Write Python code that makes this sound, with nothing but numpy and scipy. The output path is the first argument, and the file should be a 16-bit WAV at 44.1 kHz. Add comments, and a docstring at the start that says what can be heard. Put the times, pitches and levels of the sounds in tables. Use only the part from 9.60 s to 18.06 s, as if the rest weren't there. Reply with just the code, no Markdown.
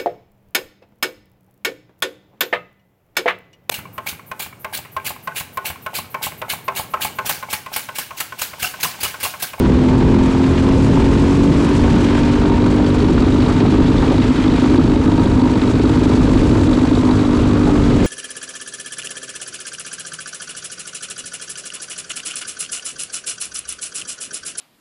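"""A single-cylinder four-stroke kart engine, heard from the kart's nose: multiples of the firing rate through pipe
resonances. It climbs a straight until the rev limiter skips sparks, then sags in a bend, where a band of noise is
the scrubbing tyres. Shaped low noise is wind and road rumble; noise pulsed at each firing is the clattering frame,
with a pinging bracket and knocks over seams in the track. A quick gain control evens out the level."""
import sys
import numpy as np
from scipy import signal
from scipy.fft import rfft, irfft
from scipy.io import wavfile
from scipy.ndimage import uniform_filter1d, minimum_filter1d

SR = 44100
rng = np.random.default_rng(int(sys.argv[2]) if len(sys.argv) > 2 else 0)


def unload_audio(sound):
    """Save the sound as a 16-bit wav file, at the path given as the first command line argument."""
    columns = np.transpose(np.atleast_2d(sound))
    # keep every value between -1 and 1, then stretch to whole-number steps
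    steps = np.round(np.clip(columns, -1, 1) * 32767)
    wavfile.write(sys.argv[1], SR, steps.astype(np.int16))


def gain_from_db(level_db):
    """Turn a decibel level (scalar or array-like) into a linear amplitude factor."""
    decades = np.asarray(level_db, float) / 20
    return 10 ** decades


N = 373086
LIMIT_HZ = 50.14  # firings a second at which the limiter caps the engine
BEND_S = 7.3  # the bend begins


def evened(x):
    """Scales to rms 1."""
    return x / np.sqrt(np.mean(x ** 2) + 1e-20)


def curve(rows, column=1):
    """One column of a table in time, at every sample."""
    rows = np.array(rows)
    return np.interp(np.arange(N) / SR, rows[:, 0], rows[:, column])


def response(hz, modes):
    """A flat path plus resonances, each given as centre and width in Hz and a level in dB."""
    return 1 + sum((gain_from_db(db) - 1) / (1 + 2j * (hz - f) / width) for f, width, db in modes)


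def coloured(x, points, modes=()):
    """Filters x by a spectrum and by resonances that stand on it; rms 1."""
    hz = np.fft.rfftfreq(len(x), 1 / SR)
    f, db = np.transpose(points)
    spectrum = gain_from_db(np.interp(np.log(hz + 1), np.log(f + 1), db))
    return evened(irfft(rfft(x) * spectrum * response(hz, modes), len(x)))


def wander(rate_hz):
    """Slow chance up to about rate_hz, rms 1."""
    hz = np.fft.rfftfreq(N, 1 / SR)
    return evened(irfft(rfft(rng.standard_normal(N)) / (1 + (hz / rate_hz) ** 4), N))


def speed():
    """Firings a second, slowed by drag, the limiter and the bend; and how far the limiter is at work (0-1)."""
    start_hz, free_top_hz, climb_s = 41.5, 61.0, 6.0
    sag_hz_per_s2, hunt_hz = 1.7, .05
    limiter_reach_hz = .12  # the limiter's work fades out over this much below the limit
    t = np.arange(N) / SR
    climb = free_top_hz - (free_top_hz - start_hz) * np.exp(-t / climb_s)
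    hz = np.minimum(climb, LIMIT_HZ) - sag_hz_per_s2 * np.maximum(t - BEND_S, 0) ** 2
    limiter = np.clip(1 - (LIMIT_HZ - hz) / limiter_reach_hz, 0, 1)
    return hz + hunt_hz * limiter * wander(0.88), limiter


def firings(rate, limiter):
    """Counts the cycles; gives each one its strength and lateness, by chance and by the skipped sparks."""
    # A skipped spark and its aftermath with the limiter fully at work.
    # Each row: firings after the skip, strength in dB, lateness in ms.
    aftermath = [(0, -12, 0), (1, 3, .3), (2, 2.4, -.3)]
    turns = np.cumsum(rate) / SR
    cycle = turns.astype(int)
    chance = rng.standard_normal((cycle[-1] + 1, 3))
    # mostly every third spark is skipped, now and then the second or fourth
    gaps = np.clip(np.round(2.9 + .55 * chance[:, 0]), 2, 4).astype(int)
    skips = np.cumsum(gaps)
    each = np.arange(len(chance))
    last_skip = np.append(0, skips)[np.searchsorted(skips, each, "right")]
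    since = np.minimum(each - last_skip, 2)
    _, skip_db, late_ms = np.array(aftermath)[since[cycle]].T
    strength_db = limiter * skip_db + (1.5 + .7 * limiter) * chance[cycle, 1]
    late_s = (limiter * late_ms + (.04 + .04 * limiter) * chance[cycle, 2]) / 1000
    return turns, strength_db, late_s


def smear(k):
    """Phase in radians that spreads the low multiples in time and bunches the high ones into a crack."""
    if k < np.pi:
        return .5 * k ** 2
    return np.pi * (k - np.pi / 2) + .12 * (k - 15) ** 2


def exhaust(rate, limiter, turns, strength_db, late_s):
    """One puff per cycle, summed from multiples of the firing rate and sent through the pipe's resonances."""
    # The shape of one exhaust stroke. Each row: multiple of the firing rate, level in dB.
    stroke = [(2, -27), (3, -35), (4, -34), (5, -26.8), (6, -26), (7, -40), (8, -32), (9, -35), (10, -41),
              (11, -40), (12, -45), (13, -48), (14, -46.5), (16, -51), (18, -50), (19, -45), (20, -47),
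              (21, -47), (22, -47.5), (23, -45.5), (24, -47), (25, -49), (26, -50), (27, -50), (28, -52),
              (30, -52)]
    # Resonances of the exhaust pipe over a flat response. Each row: centre in Hz, width in Hz, level in dB.
    pipe = [(235, 24, -9), (262, 50, 10.5), (335, 60, 8.5), (908, 50, 11)]
    waver_db, crack_waver_db = 1, 3
    flutter_db, flutter_rad, flutter_hz = 1.5, .28, 24  # strongest under the limiter
    lift_db_per_s = 4  # the crack fades as the throttle eases in the bend

    def soft(v):
        return uniform_filter1d(v, size=150)

    lift = gain_from_db(-lift_db_per_s * np.maximum(np.arange(N) / SR - BEND_S, 0))
    angle = 2 * np.pi * (turns - .5 - soft(late_s) * rate)
    puffs = np.zeros(N)
    for k, db in stroke:
        if k > 12:
            level = lift * gain_from_db(crack_waver_db * wander(3))
        else:
            level = gain_from_db(waver_db * wander(4.5) + flutter_db * limiter * wander(flutter_hz))
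        slip = flutter_rad * (.2 + limiter) * wander(flutter_hz)
        puffs += gain_from_db(db) * level * np.sqrt(2) * np.cos(k * angle + smear(k - 5.5) + slip)
    puffs *= gain_from_db(soft(strength_db) + 0.66 * wander(18.0))
    hz = np.fft.rfftfreq(2 * N, 1 / SR)
    return irfft(rfft(puffs, 2 * N) * response(hz, pipe))[:N]


def rumble():
    """Wind and tyres on the road: low noise in uneven lumps."""
    # The rumble's course. Each row: time in seconds, level in dB.
    course = [(0, -13), (1, -14.5), (2.1, -13.5), (2.6, -13), (4, -13.5), (5.6, -13), (8.46, -14)]
    # Its spectrum. Each row: frequency in Hz, relative level in dB.
    colour = [(10, -50.5), (28, -2.5), (60, 1.5), (130, -.5), (220, -2.5), (350, -6), (480, -11.5),
              (700, -26.5), (1200, -63), (4000, -110)]
    level_db = curve(course) + 1.07 * wander(30.0) + 2.04 * wander(1.9)
    return gain_from_db(level_db) * coloured(rng.standard_normal(N), colour)


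def shaken(turns, strength_db, jump, decay, uneven_db, road_db):
    """Noise that jumps at each firing and decays (in cycles), jolted by the road."""
    # The frame's spectrum. Each row: frequency in Hz, relative level in dB.
    colour = [(320, -36), (550, -6), (800, -6.5), (1140, -8.5), (1510, -9.5), (1830, -13.5), (3000, -16),
              (4200, -19.5), (5490, -22), (8050, -24.5), (8600, -31), (10500, -34), (11600, -47),
              (14200, -65.5), (15200, -84)]
    # What the mount at the nose rings with. Each row: centre in Hz, width in Hz, dB over the colour.
    mount = [(1027, 100, 1.5), (1290, 110, -1.5), (2450, 120, 2)]
    jolt = np.clip(rng.standard_normal(int(turns[-1]) + 2), -2, 1.7)[turns.astype(int)]
    beat = 1 + jump * gain_from_db(strength_db + uneven_db * jolt) * np.exp(-(turns % 1) / decay)
    return coloured(rng.standard_normal(N) * beat * gain_from_db(road_db), colour, mount)


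def band(x, lo_hz, hi_hz):
    """Keeps lo_hz to hi_hz; rms 1."""
    return evened(signal.sosfilt(signal.butter(2, (lo_hz, hi_hz), "band", fs=SR, output="sos"), x))


def clatter(turns, strength_db):
    """Panels, chain and loose parts shake with the engine; they share the road's jolts, each adds its own."""
    # The frame's course. Each row: time in seconds, rasp of the chain in dB, hiss of loose parts in dB.
    course = [(0, -33.5, -44.5), (.9, -32.5, -42), (1.9, -32, -39), (2.58, -30, -41.5), (2.9, -33.5, -44.5),
              (3.5, -33.5, -43), (4, -31.5, -42.5), (5, -31.5, -42), (5.4, -35.5, -43.5), (6.1, -34.5, -42),
              (6.8, -32.5, -38.5), (7.25, -35.5, -40.5), (8, -35, -42.5), (8.46, -31, -38.5)]
    boom_db = -29  # the panels boom at one level
    road = wander(27)
    boom_road_db = 0.58 * road + 0.91 * wander(29) + 0.6 * wander(16)
    boom = shaken(turns, 0.77 * strength_db, jump=0.5, decay=0.46, uneven_db=5.0, road_db=boom_road_db)
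    rasp_road_db = 0.64 * road + 0.14 * wander(31)
    rasp = shaken(turns, 0.23 * strength_db, jump=0.44, decay=0.41, uneven_db=4.5, road_db=rasp_road_db)
    hiss_road_db = 0.66 * road + 1.4 * wander(40)
    hiss = shaken(turns, .3 * strength_db, jump=0.13, decay=0.9, uneven_db=10.0, road_db=hiss_road_db)
    panels = gain_from_db(boom_db) * band(boom, 400, 1600)
    chain = gain_from_db(curve(course, column=1)) * band(rasp, 1600, 4800)
    loose_parts = gain_from_db(curve(course, column=2)) * band(hiss, 4800, 20000)
    return panels + chain + loose_parts


def bracket(rate, turns, strength_db):
    """A loose bracket: a tick and a short scratch per firing ring its modes, loudest near the limit."""
    # The bracket's modes. Each row: centre in Hz, width in Hz, level in dB.
    modes = [(3480, 260, -3), (3830, 300, 0), (4450, 200, -2.5)]
    # Its hardest pings. Each row: time in seconds, strength of the blow in dB.
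    hard_pings = [(3.4218, -30), (3.5799, -25), (3.8014, -29), (4.0813, -24), (4.3796, -27), (4.6788, -28),
                  (4.8385, -28), (4.8775, -29), (4.9593, -26), (5.0411, -20), (5.6562, -24), (5.975, -28),
                  (6.0154, -24), (6.1351, -33), (6.2548, -24), (6.3746, -27), (6.8126, -26), (6.9118, -26),
                  (7.1309, -25.5), (7.1907, -28), (7.2306, -25), (7.29, -30), (7.3499, -20)]
    ping_db, ping_db_per_hz = -30.5, 3.5  # level at the limit, loss per Hz under it
    lead = .08  # cycles ahead of the firing
    fade_s, tick = .005, 4  # the scratch's time constant, the tick's weight
    share_db = 2.5  # how unevenly a blow reaches the modes
    cycle = (turns + lead).astype(int)
    # a skipped spark softens its blow
    blow_db = .3 * np.roll(strength_db, -200) + 1.5 * rng.standard_normal(cycle[-1] + 1)[cycle]
    under_limit_hz = np.maximum(LIMIT_HZ - rate, 0)
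    blows = np.diff(cycle, prepend=0) * gain_from_db(blow_db + ping_db - ping_db_per_hz * under_limit_hz)
    s, db = np.transpose(hard_pings)
    blows[np.round(s * SR).astype(int)] += gain_from_db(db)
    # of blows close together only the strongest stays
    strongest = -minimum_filter1d(-blows, size=600)
    blows *= strongest <= blows
    scratch = signal.lfilter([1], [1, -np.exp(-1 / (fade_s * SR))], blows)
    noise = rng.standard_normal(N)
    hz = np.fft.rfftfreq(N, 1 / SR)
    rings = [gain_from_db(db) / (1 + 2j * (hz - f) / width) ** 2 for f, width, db in modes]
    drive = noise * scratch / 2 + tick * blows * np.sign(noise)
    shares = gain_from_db(share_db * rng.standard_normal((cycle[-1] + 1, len(rings))))[cycle].T
    pings = sum(irfft(rfft(drive * share) * ring, N) for share, ring in zip(shares, rings))
    return pings / np.std(irfft(rfft(noise) * sum(rings), N))


def knocks():
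    """Seams in the track: a tick and a puff of noise, each through its own wide resonance and a shared low thud."""
    # Knocks over the seams. Each row: start in seconds, level in dB, centre in Hz, 60 dB decay in seconds.
    seams = [(0.049, -17, 900, .08), (0.242, -20, 950, 0.048), (0.708, -21, 950, 0.054),
             (1.36, -11.5, 800, .12), (2.242, -11, 696, 0.058), (2.357, -15.5, 800, 0.13),
             (2.577, -16, 700, 0.054), (2.847, -10, 650, 0.069), (3.054, -18, 900, 0.036),
             (3.19, -17, 680, 0.084), (3.342, -17, 850, .07), (3.577, -12, 1060, 0.027),
             (3.896, -18, 800, 0.027), (4.049, -12, 734, .045), (4.421, -13, 880, .1),
             (4.488, -22, 800, .03), (4.502, -12.5, 630, 0.15), (5.143, -10.5, 1290, 0.017),
             (5.802, -17, 800, .03), (6.504, -17, 794, 0.16), (6.6, -16, 885, 0.1),
             (6.617, -17, 850, 0.033), (6.703, -18, 800, 0.0268), (7.009, -19, 800, 0.042),
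             (7.47, -15.5, 744, 0.26), (8.055, -14.5, 795, 0.3), (8.156, -11, 800, .025)]
    rise_share, q = .12, 1.2  # rise as a share of the decay: long jolts swell, short ones snap
    contact, snap_s = 18, .03  # the first contact over the noise, weaker for decays longer than snap_s
    thud_hz, thud_width_hz, thud_db = 560, 320, -1  # every knock also sounds the floor tray
    out = np.zeros(N)
    t = np.arange(SR // 2) / SR
    hz = np.fft.rfftfreq(len(t), 1 / SR)
    thud = gain_from_db(thud_db) / (1 + 2j * (hz - thud_hz) / thud_width_hz) ** 2
    noises = rng.standard_normal((len(seams), len(t)))
    for (s, db, centre_hz, t60), noise in zip(seams, noises):
        decay_s = max(t60, .01)
        rise_s = rise_share * decay_s
        tick = contact * min(snap_s / decay_s, 1) ** 2
        puff = gain_from_db(-60 * t / decay_s) * np.minimum(t / rise_s, 1)
        detune = (hz + 1) / centre_hz - centre_hz / (hz + 1)
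        ring = 1 / (1 + 1j * q * detune) ** 2 / (1 + (hz / 4000) ** 4)
        struck = noise + tick * (np.arange(len(t)) == round(rise_s * SR))
        sound = puff * irfft(rfft(struck) * (ring + thud), len(t))
        sound *= gain_from_db(db) * np.linalg.norm(puff) / np.linalg.norm(sound)
        part = out[round(s * SR):][:len(t)]
        part += sound[:len(part)]
    return out


def scrub():
    """Tyres scrubbing through the bend: noise in one wide resonance, coming in uneven lumps."""
    # The scrub's course. Each row: time in seconds, level in dB.
    course = [(7.2, -59), (7.4, -39), (8.25, -35), (8.46, -42)]
    centre_hz, width_hz = 1250, 180
    hz = np.fft.rfftfreq(N, 1 / SR)
    ring = 1 / (1 + 2j * (hz - centre_hz) / width_hz) ** 2
    heard = np.arange(N) / SR > course[0][0]
    level = heard * gain_from_db(curve(course) + 1.7 * wander(12))
    return level * evened(irfft(rfft(rng.standard_normal(N)) * ring, N))


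def scene():
    """Engine, wind, frame and tyres at one microphone."""
    rate, limiter = speed()
    turns, strength_db, late_s = firings(rate, limiter)
    frame = clatter(turns, strength_db) + bracket(rate, turns, strength_db) + knocks()
    engine = exhaust(rate, limiter, turns, strength_db, late_s)
    return (engine + rumble() + frame + scrub())[None]


def band_limit(x):
    """A steep low-pass at the top of the band."""
    return signal.sosfilt(signal.butter(12, 15000, fs=SR, output="sos"), x)


def record(dry):
    """Quick gain control, a soft ceiling, then a boost of the top treble around 14 kHz."""
    # A boost of the top treble around 14 kHz. Each row: frequency in Hz, level in dB.
    treble_boost = [(20, 0), (11900, 0), (13200, 8), (14200, 11), (14600, 13), (15200, 0)]
    power_db = 10 * np.log10(abs(uniform_filter1d(dry[0] ** 2, size=500)) + 1e-9)
    excess_db = uniform_filter1d(np.maximum(power_db + 12, 0), size=60)  # over -12 dB
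    held = dry[0] / gain_from_db(.45 * excess_db)
    ceiling = 1.3
    soft = ceiling * np.tanh(held / ceiling)
    padded = np.pad(soft, 500, "reflect", reflect_type="odd")  # keeps the filter's ends smooth
    mix = coloured(padded, treble_boost)[500:-500] * np.std(soft)
    return band_limit(mix[None])


dry = scene()
out = record(dry)
unload_audio(out)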